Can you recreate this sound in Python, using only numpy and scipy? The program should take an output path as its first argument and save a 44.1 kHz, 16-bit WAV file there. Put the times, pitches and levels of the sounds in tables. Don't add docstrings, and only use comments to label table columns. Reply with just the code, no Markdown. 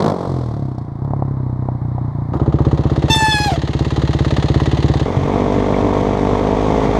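import sys
import numpy as np
from scipy import signal
from scipy.fft import rfft, irfft
from scipy.io import wavfile
from scipy.ndimage import uniform_filter1d

SR = 44100
rng = np.random.default_rng(int(sys.argv[2]) if len(sys.argv) > 2 else 0)


def dump(signal):
    limited = np.clip(np.atleast_2d(signal).T, -1, 1)
    pcm = np.round(limited * 32767).astype(np.int16)
    wavfile.write(sys.argv[1], SR, pcm)


N = 308259
T = np.arange(N) / SR
IDLE_START_S, RIDE_START_S = 2.33, 5.058

# time_s, firing_rate_hz
PASS_SPEED = [(0.002, 48.83), (0.08, 54.3), (0.158, 43.38), (0.259, 46.67), (0.669, 32.31), (0.947, 27.11),
              (1.036, 35.25), (1.296, 33.8), (1.5, 30.8), (1.67, 32.17), (1.8, 29.59), (1.97, 31.11),
              (2.13, 28.3), (2.33, 30.4)]
IDLE_SPEED = [(2.353, 16.11), (2.493, 15.81), (3.193, 16.42), (3.3, 16.85), (4.081, 17.74), (4.398, 16.7),
              (4.875, 18.14), (5.06, 16.6)]
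RIDE_SPEED = [(5.06, 46.33), (5.224, 45.92), (5.334, 49.07), (6.298, 49.6), (6.429, 51.07), (6.535, 50.66),
              (6.808, 53.63), (6.922, 51.64), (6.99, 55.45)]
# time_s, opening (0-1)
PASS_THROTTLE = [(.1, 0.98), (.14, 0.6), (.255, 0.6), (.272, 0.07)]
RIDE_THROTTLE = [(5.06, 0.74), (5.14, 0.36), (5.25, 0.28), (5.3, 1), (5.4, 1)]
# time_s, dip_db
MISFIRES = [(.745, -3.5), (.847, -5), (.916, -2), (1.339, -3), (1.558, -4.5), (1.782, -7.5), (2.114, -7.5),
            (2.251, -3.5)]
# pitch_hz, width_hz, gain_db, polarity
COAST_MODES = [(37.3, 113, 27, 1), (93, 8.5, 24.5, -1), (123.3, 40, 44.5, -1), (147.5, 20, 40.5, 1),
               (240, 173, 24.5, 1), (286, 35, 14, 1)]
IDLE_MODES = [(69.3, 14.5, 42.3, 1), (147.3, 48.3, 50.23, -1), (156.03, 32.7, 50.3, 1),
              (238, 210, 23.6, -1), (336.7, 23.5, 33.3, 1), (428, 103, 28.65, 1), (549, 19, 23.7, 1),
              (755, 120, 8.2, -1)]
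AIRBOX_MODES = [(225, 35, 32.5, 1), (306.7, 42, 36, 1), (700, 19, 34.5, 1)]
# frequency_hz, relative_db
PASS_BARK = [(40, -22.5), (110, 3.5), (220, 5.5), (330, -1.5), (500, 2), (680, -6), (850, -6.5),
             (1100, -8.5), (1500, -31), (2000, -38), (3000, -49.5), (8000, -65)]
GAS_RUSH = [(40, -26.5), (120, -1), (300, 4), (450, -3), (650, -3.5), (1050, -6.5), (1400, -17.5),
            (2100, -27.5), (2700, -47.5), (5000, -41)]
CHAIN_RATTLE = [(1500, -33), (2700, -13), (3400, 4), (4300, 5), (5700, -2), (7000, -8), (8500, -8.5),
                (10500, -19.5), (15000, -33)]
FIELD_AIR = [(30, 2), (120, 4), (400, -11), (1000, -2.5), (1500, -23), (2100, -24), (2700, -47.5),
             (3800, -33), (6000, -47.5), (9000, -52.5), (15000, -64.5)]
POP_SPECTRUM = [(150, 7.5), (450, -2), (750, 7.5), (1100, -5), (1400, -22.5), (2200, -37.5), (2800, -46.5),
                (5000, -53.5), (12000, -62.5)]
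# start_s, peak_db
POPS = [(.783, -20), (1.108, -16), (1.1355, -7), (1.2235, -6), (1.6875, -8), (1.9815, -12), (2.2225, -21)]
# start_s, level_db
TICKS = [(.783, -49.5), (.82, -58), (1.046, -57)]
# time_s, distance_m
ROLL_UP = [(2.35, 5.4), (2.65, 1.9), (3.07, 0.77), (3.5, 0.53), (4.4, 0.56), (5.06, 0.6)]
# pitch_hz, width_hz, gain_db
CASE_MODES = [(752, 99, 16.5), (782, 110, 15), (1236, 45, 12.5), (1900, 160, -16)]
# frequency_hz, relative_db
KNOCK_SPECTRUM = [(100, 5.5), (250, 6), (500, 6.5), (800, 5), (1000, 0), (1230, -3), (1450, -17),
                  (2200, -46.5), (5000, -45)]
ENGINE_RATTLE = [(800, 7), (1450, -4), (1900, 5), (2300, -6.5), (2800, -2.5), (3400, -1), (4100, -1),
                 (5400, -14), (6700, -11.5), (7600, -21.5), (9200, -25.5), (10500, -35.5), (15000, -49)]
PAD_RASP = [(700, -0.5), (3500, 0), (7000, -1), (10000, -15), (15000, -22)]
# time_s, pitch_hz
SQUEAL_PITCH = [(3.1, 890), (3.16, 887), (3.25, 871.6), (3.32, 866.4), (3.36, 843), (3.465, 835),
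                (3.55, 659)]
# multiple, relative_db
SQUEAL_HARMONICS = [(1, 1.5), (2, -5.5), (3, -5.5), (4, -9.5), (5, -7.5), (6, -11), (7, -14), (8, -19),
                    (9, -21), (10, -22), (11, -29.5), (12, -27.5), (13, -33), (14, -33), (15, -38),
                    (16, -37), (17, -44)]
# centre_s, half_length_s, multiple, boost_db
SQUEAL_SWELLS = [(3.15, 0.06, 4, 13.5), (3.25, 0.043, 1, 8.5), (3.32, 0.034, 4, 13), (3.244, 0.044, 2, 10),
                 (3.349, 0.069, 2, 9.5), (3.49, .015, 1, 6.5)]
# start_s, pitch_hz, level_db
CLINKS = [(4.955, 7830, -49), (5.312, 2200, -33), (5.738, 2140, -22), (5.777, 3280, -32.5)]
# frequency_hz, relative_db
RIDE_BARK = [(25, -44), (50, 4.5), (98, 13), (145, 2.5), (200, 1), (300, 6.5), (420, 4.5), (550, -2),
             (700, -3.5), (920, -7.5), (1120, -13), (1300, -26), (2200, -26), (5000, -70)]
RIDE_RUSH = [(40, -15.5), (120, -28), (280, -15), (500, 1.5), (800, -3.5), (1100, -5.5), (1400, -19),
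             (2500, -56.5), (5000, -62.5)]
DRIVE_WHIRR = [(300, -34.5), (1000, 8.5), (1400, -1), (2100, 3.5), (2800, -6), (3400, -1.5), (4200, -9),
               (5200, -12.5), (6200, -11), (7500, -19.5), (9000, -25), (10300, -35), (12800, -35.5),
               (15000, -49)]
HELMET_WIND = [(15, 0), (35, 0.5), (70, 9.5), (130, 13), (300, 12), (1000, -60.5)]


def from_db(db):
    return 10 ** (np.asarray(db) / 20)


def in_time(rows):
    return np.interp(T, *np.transpose(rows))


def drift(rate_hz):
    step = 40
    r = np.exp(-2 * np.pi * rate_hz * step / SR)
    slow = signal.lfilter([1], [1, -2 * r, r * r], rng.standard_normal(N // step + 2002))[2000:]
    return np.interp(np.arange(N) / step, np.arange(len(slow)), slow / slow.std())


def coloured(x, spectrum, size=8192):
    hz, db = np.transpose(spectrum)
    grid = np.maximum(np.fft.rfftfreq(size, 1 / SR), 1)
    skirts = np.minimum(grid / hz[0], 1) * np.minimum(hz[-1] / grid, 1) ** 2
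    gain = from_db(np.interp(np.log(grid), np.log(hz), db)) * skirts
    cepstrum = irfft(np.log(gain))[:size // 2]
    cepstrum[1:] *= 2
    response = irfft(np.exp(rfft(cepstrum, size)))
    return signal.oaconvolve(x, response / np.linalg.norm(response))[:N]


def noise(spectrum, envelope=1):
    return coloured(envelope * rng.standard_normal(N), spectrum)


def resonance(x, hz, width_hz):
    r = np.exp(-np.pi * width_hz / SR)
    poles = [1, -2 * r * np.cos(2 * np.pi * hz / SR), r * r]
    return signal.lfilter(np.array([1, 0, -1]) * (1 - r * r) / 2, poles, x + 1e-12 * (np.arange(N) % 3))


def low_pass(x, hz):
    return signal.sosfilt(signal.butter(2, hz, fs=SR, output="sos"), x + 1e-18)


def clicks(times, db=0, spread_db=0):
    out = np.zeros(N)
    samples = np.clip(np.round(times * SR).astype(int), 0, N - 1)
    out[samples] = from_db(db + spread_db * rng.standard_normal(len(times)))
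    return out


def bursts(times, decay_s, steady, spread_db):
    r = np.exp(-1 / (decay_s * SR))
    power = signal.lfilter([(1 - r) ** 2], [1, -2 * r, r * r], clicks(times, 0, spread_db) ** 2 + 1e-18)
    return np.sqrt(steady + (1 - steady) * power * SR * np.mean(np.diff(times)))


def firings(speed, jitter_s):
    start, end = speed[0][0], speed[-1][0]
    cycles = np.cumsum(in_time(speed) * (T >= start)) / SR
    times = np.interp(np.arange(np.interp(end, T, cycles)) + 1e-9, cycles, T)
    return times + jitter_s * rng.standard_normal(len(times))


def bark(times, spectrum, echo_s, echo_gain, spread_db):
    pulses = clicks(times, 0, spread_db) + echo_gain * clicks(times + echo_s, 0, spread_db)
    return -coloured(pulses, spectrum) * np.sqrt(SR * np.mean(np.diff(times)) / (1 + echo_gain ** 2))


def boom(times, db, modes, soft_hz, spread_db):
    puffs = low_pass(clicks(times, 0, spread_db) * from_db(db), soft_hz)
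    return sum(sign * from_db(gain_db) * resonance(puffs, hz, width)
               for hz, width, gain_db, sign in modes)


def field_exhaust(times, throttle, misfire_db, starved):
    revs_db = .6759 * (in_time(PASS_SPEED) - 31)
    caught_db = 2.5 * (T >= 1)
    bark_db = -35 + revs_db + 5 * np.sqrt(throttle) - 14.5 * starved + misfire_db
    boom_db = -2 - 59 * throttle - 5 * starved + caught_db + misfire_db
    rush_db = -39 + revs_db + 6.5 * throttle ** 2 - 1.5 * starved + misfire_db
    pulses = from_db(bark_db) * bark(times, PASS_BARK, echo_s=.013, echo_gain=.21, spread_db=.7)
    silencer = boom(times, boom_db, COAST_MODES, soft_hz=700, spread_db=.8)
    puffs = bursts(times + .002, decay_s=.0022, steady=.2, spread_db=1.2)
    return pulses + silencer + noise(GAS_RUSH, from_db(rush_db) * puffs)


def airbox(times, throttle, db):
    return boom(times, db - 10 * (1 - throttle ** 3), AIRBOX_MODES, soft_hz=700, spread_db=1)


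def passing_chain(times, db):
    tugs = bursts(times, decay_s=.0032, steady=.34, spread_db=.5)
    return noise(CHAIN_RATTLE, from_db(db) * tugs) + noise(DRIVE_WHIRR, from_db(db - 2.5))


def crackle(times, throttle):
    cracks = from_db(-41.5 - 46 * (1 - throttle)) * bursts(times, decay_s=.0016, steady=0, spread_db=1)
    return noise(CHAIN_RATTLE, cracks) + noise(DRIVE_WHIRR, from_db(3) * cracks)


def field_air():
    return from_db(-41.5 + 3 * T) * noise(FIELD_AIR)


def chassis_ticks():
    envelope = sum(from_db(db) * (T > s) * np.exp(-np.clip((T - s) / .007, 0, 20)) for s, db in TICKS)
    return noise(CHAIN_RATTLE, envelope)


def pops():
    times, db = np.transpose(POPS)
    cracks = coloured(clicks(times, db), POP_SPECTRUM)
    return cracks / cracks.max() * from_db(db.max())


def passing(nearest_s=.25, nearest_m=6.05, speed_m_per_s=16.5):
    throttle = in_time(PASS_THROTTLE)
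    times = firings(PASS_SPEED, jitter_s=.00006)
    misfire_db = sum(db * (abs(T - s) < .012) for s, db in MISFIRES)
    starved = np.clip((T - .72) / .28, 0, 1) * (T < 1)
    distance_decades = np.log10(np.hypot(1, speed_m_per_s * (T - nearest_s) / nearest_m))
    exhaust = field_exhaust(times, throttle, misfire_db, starved)
    intake = airbox(times, throttle, db=misfire_db - 5 * starved - 17.5 * distance_decades)
    chain = passing_chain(times, db=-50 - 61.5 * distance_decades)
    return exhaust + intake + chain + chassis_ticks() + crackle(times, throttle) + pops() + field_air()


def gruff_rush(centre_s=2.355, half_length_s=.023):
    return noise(GAS_RUSH, from_db(-23.5) * np.exp(-((T - centre_s) / half_length_s) ** 2))


def idle_thump(times, near_db):
    entry_db = -11 * np.clip(1 - (T - IDLE_START_S) / .093, 0, 1)
    thump_db = 2.5 - .15 * near_db + entry_db
    thump = boom(times, thump_db, IDLE_MODES, soft_hz=790, spread_db=.98)
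    puffs = bursts(times, decay_s=.01, steady=.058, spread_db=2)
    return thump + noise(GAS_RUSH, from_db(thump_db - 33) * puffs)


def combustion_knock(ignitions):
    blows = low_pass(clicks(ignitions + .00096, db=5.5, spread_db=2.5), hz=2500)
    case = sum((-1) ** k * from_db(db) * resonance(blows, hz, width)
               for k, (hz, width, db) in enumerate(CASE_MODES))
    knocks = bursts(ignitions, decay_s=.0032, steady=.12, spread_db=.7)
    return case + noise(KNOCK_SPECTRUM, from_db(-29) * knocks)


def engine_rattle(ignitions, times, near_db):
    slap = bursts(ignitions, decay_s=.0035, steady=.23, spread_db=1)
    valve = from_db(-9) * bursts(times + .015, decay_s=.0025, steady=0, spread_db=1.5)
    return noise(ENGINE_RATTLE, from_db(-36 + near_db + .82 * drift(250)) * np.hypot(slap, valve))


def idling():
    near_db = -20 * np.log10(in_time(ROLL_UP))
    times = firings(IDLE_SPEED, jitter_s=.00015)
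    ignitions = np.append(times, times[-1] + 1 / IDLE_SPEED[-1][1]) - .0185
    engine = idle_thump(times, near_db) + combustion_knock(ignitions)
    return engine + engine_rattle(ignitions, times, near_db) + gruff_rush()


def brake(start_s=3.095, end_s=3.575, attack_s=.011, release_s=.035):
    envelope = np.clip(np.minimum((T - start_s) / attack_s, (end_s - T) / release_s), 0, 1)
    pressed = envelope > 0
    pitch_hz = in_time(SQUEAL_PITCH)
    slip = 1 - np.clip((pitch_hz - 765) / 55, 0, 1)
    waver = 1 + (.003 + .06 * slip) * drift(200)
    phase = 2 * np.pi * np.cumsum(pitch_hz * waver)[pressed] / SR
    t, rasp, tone = T[pressed], drift(250)[pressed], np.zeros(N)
    bite_db = np.exp(-(t - start_s) / .08)
    for k, db in SQUEAL_HARMONICS:
        flutter_db = np.log(k) * (2.1 * drift(25)[pressed] + .8 * rasp)
        swell_db = sum(boost_db * np.exp(-((t - s) / half_s) ** 2)
                       for s, half_s, multiple, boost_db in SQUEAL_SWELLS if multiple == k)
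        grip_db = bite_db * (k > 2) - 11.5 * slip[pressed] * (k > 1)
        tone[pressed] += from_db(-19 + db + swell_db + flutter_db + grip_db) * np.cos(k * phase)
    rub = noise(PAD_RASP, from_db(-32 - 3.1 * slip))
    return (np.sqrt(2) * tone + rub) * envelope


def clinks(width_hz=290, attack_s=.0016, decay_s=.0081):
    out = np.zeros(N)
    for s, hz, db in CLINKS:
        ring = resonance(resonance(rng.standard_normal(N), hz, width_hz), hz, width_hz)
        age = np.maximum(T - s, 0)
        envelope = np.minimum(age / attack_s, 1) * np.exp(-np.minimum(age / decay_s, 20))
        out += from_db(db) * ring / ring.std() * envelope
    return out


def trail_exhaust(times, eased, revs_db):
    load_db = -7 * eased
    pulses = bark(times, RIDE_BARK, echo_s=.00438, echo_gain=.67, spread_db=.9)
    silencer = boom(times, -37.5 + 40 * eased, COAST_MODES, soft_hz=900, spread_db=1)
    thud = boom(np.array([5.168]), -1, COAST_MODES, soft_hz=900, spread_db=0)
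    puffs = bursts(times, decay_s=.003, steady=.45, spread_db=1)
    rush = noise(RIDE_RUSH, from_db(-23.5 + .5 * (load_db + revs_db)) * puffs)
    return from_db(-14.5 + load_db) * pulses + silencer + thud + rush


def trail_chain(times, eased, revs_db):
    level_db = -34.5 + 1.5 * eased + .92 * revs_db + 1.1 * drift(78)
    return noise(DRIVE_WHIRR, from_db(level_db) * bursts(times, decay_s=.004, steady=.77, spread_db=1))


def wind():
    return noise(HELMET_WIND, from_db(-23 + 2 * drift(14)))


def riding():
    eased = 1 - in_time(RIDE_THROTTLE)
    revs_db = .6759 * (in_time(RIDE_SPEED) - 49)
    times = firings(RIDE_SPEED, jitter_s=.00004)
    return trail_exhaust(times, eased, revs_db) + trail_chain(times, eased, revs_db) + wind()


def gain_control(x, sense_hz=600, threshold_db=-17, share=.59, attack_s=.023, recover_db_per_s=5):
    sensed = signal.sosfilt(signal.butter(2, sense_hz, "high", fs=SR, output="sos"), x)
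    level_db = 10 * np.log10(np.abs(uniform_filter1d(sensed ** 2, size=1300)) + 1e-12)
    excess_db = np.maximum(level_db - threshold_db, 0)
    recovery_db = recover_db_per_s * T
    duck_db = np.maximum.accumulate(share * excess_db + recovery_db, axis=-1) - recovery_db
    r = np.exp(-1 / (attack_s * SR))
    return x * from_db(-signal.lfilter([1 - r], [1, -r], duck_db))


def scene():
    near, aboard = (np.clip((T - s) / .004 + .5, 0, 1) for s in (IDLE_START_S, RIDE_START_S))
    bike = (1 - near) * passing() + (near - aboard) * (idling() + brake()) + aboard * riding()
    return (bike + clinks())[None]


def record(dry):
    top_cut = signal.ellip(10, .1, 80, 15600, fs=SR, output="sos")
    return signal.sosfilt(top_cut, np.clip(gain_control(dry), -1, 1))


dry = scene()
out = record(dry)
dump(out)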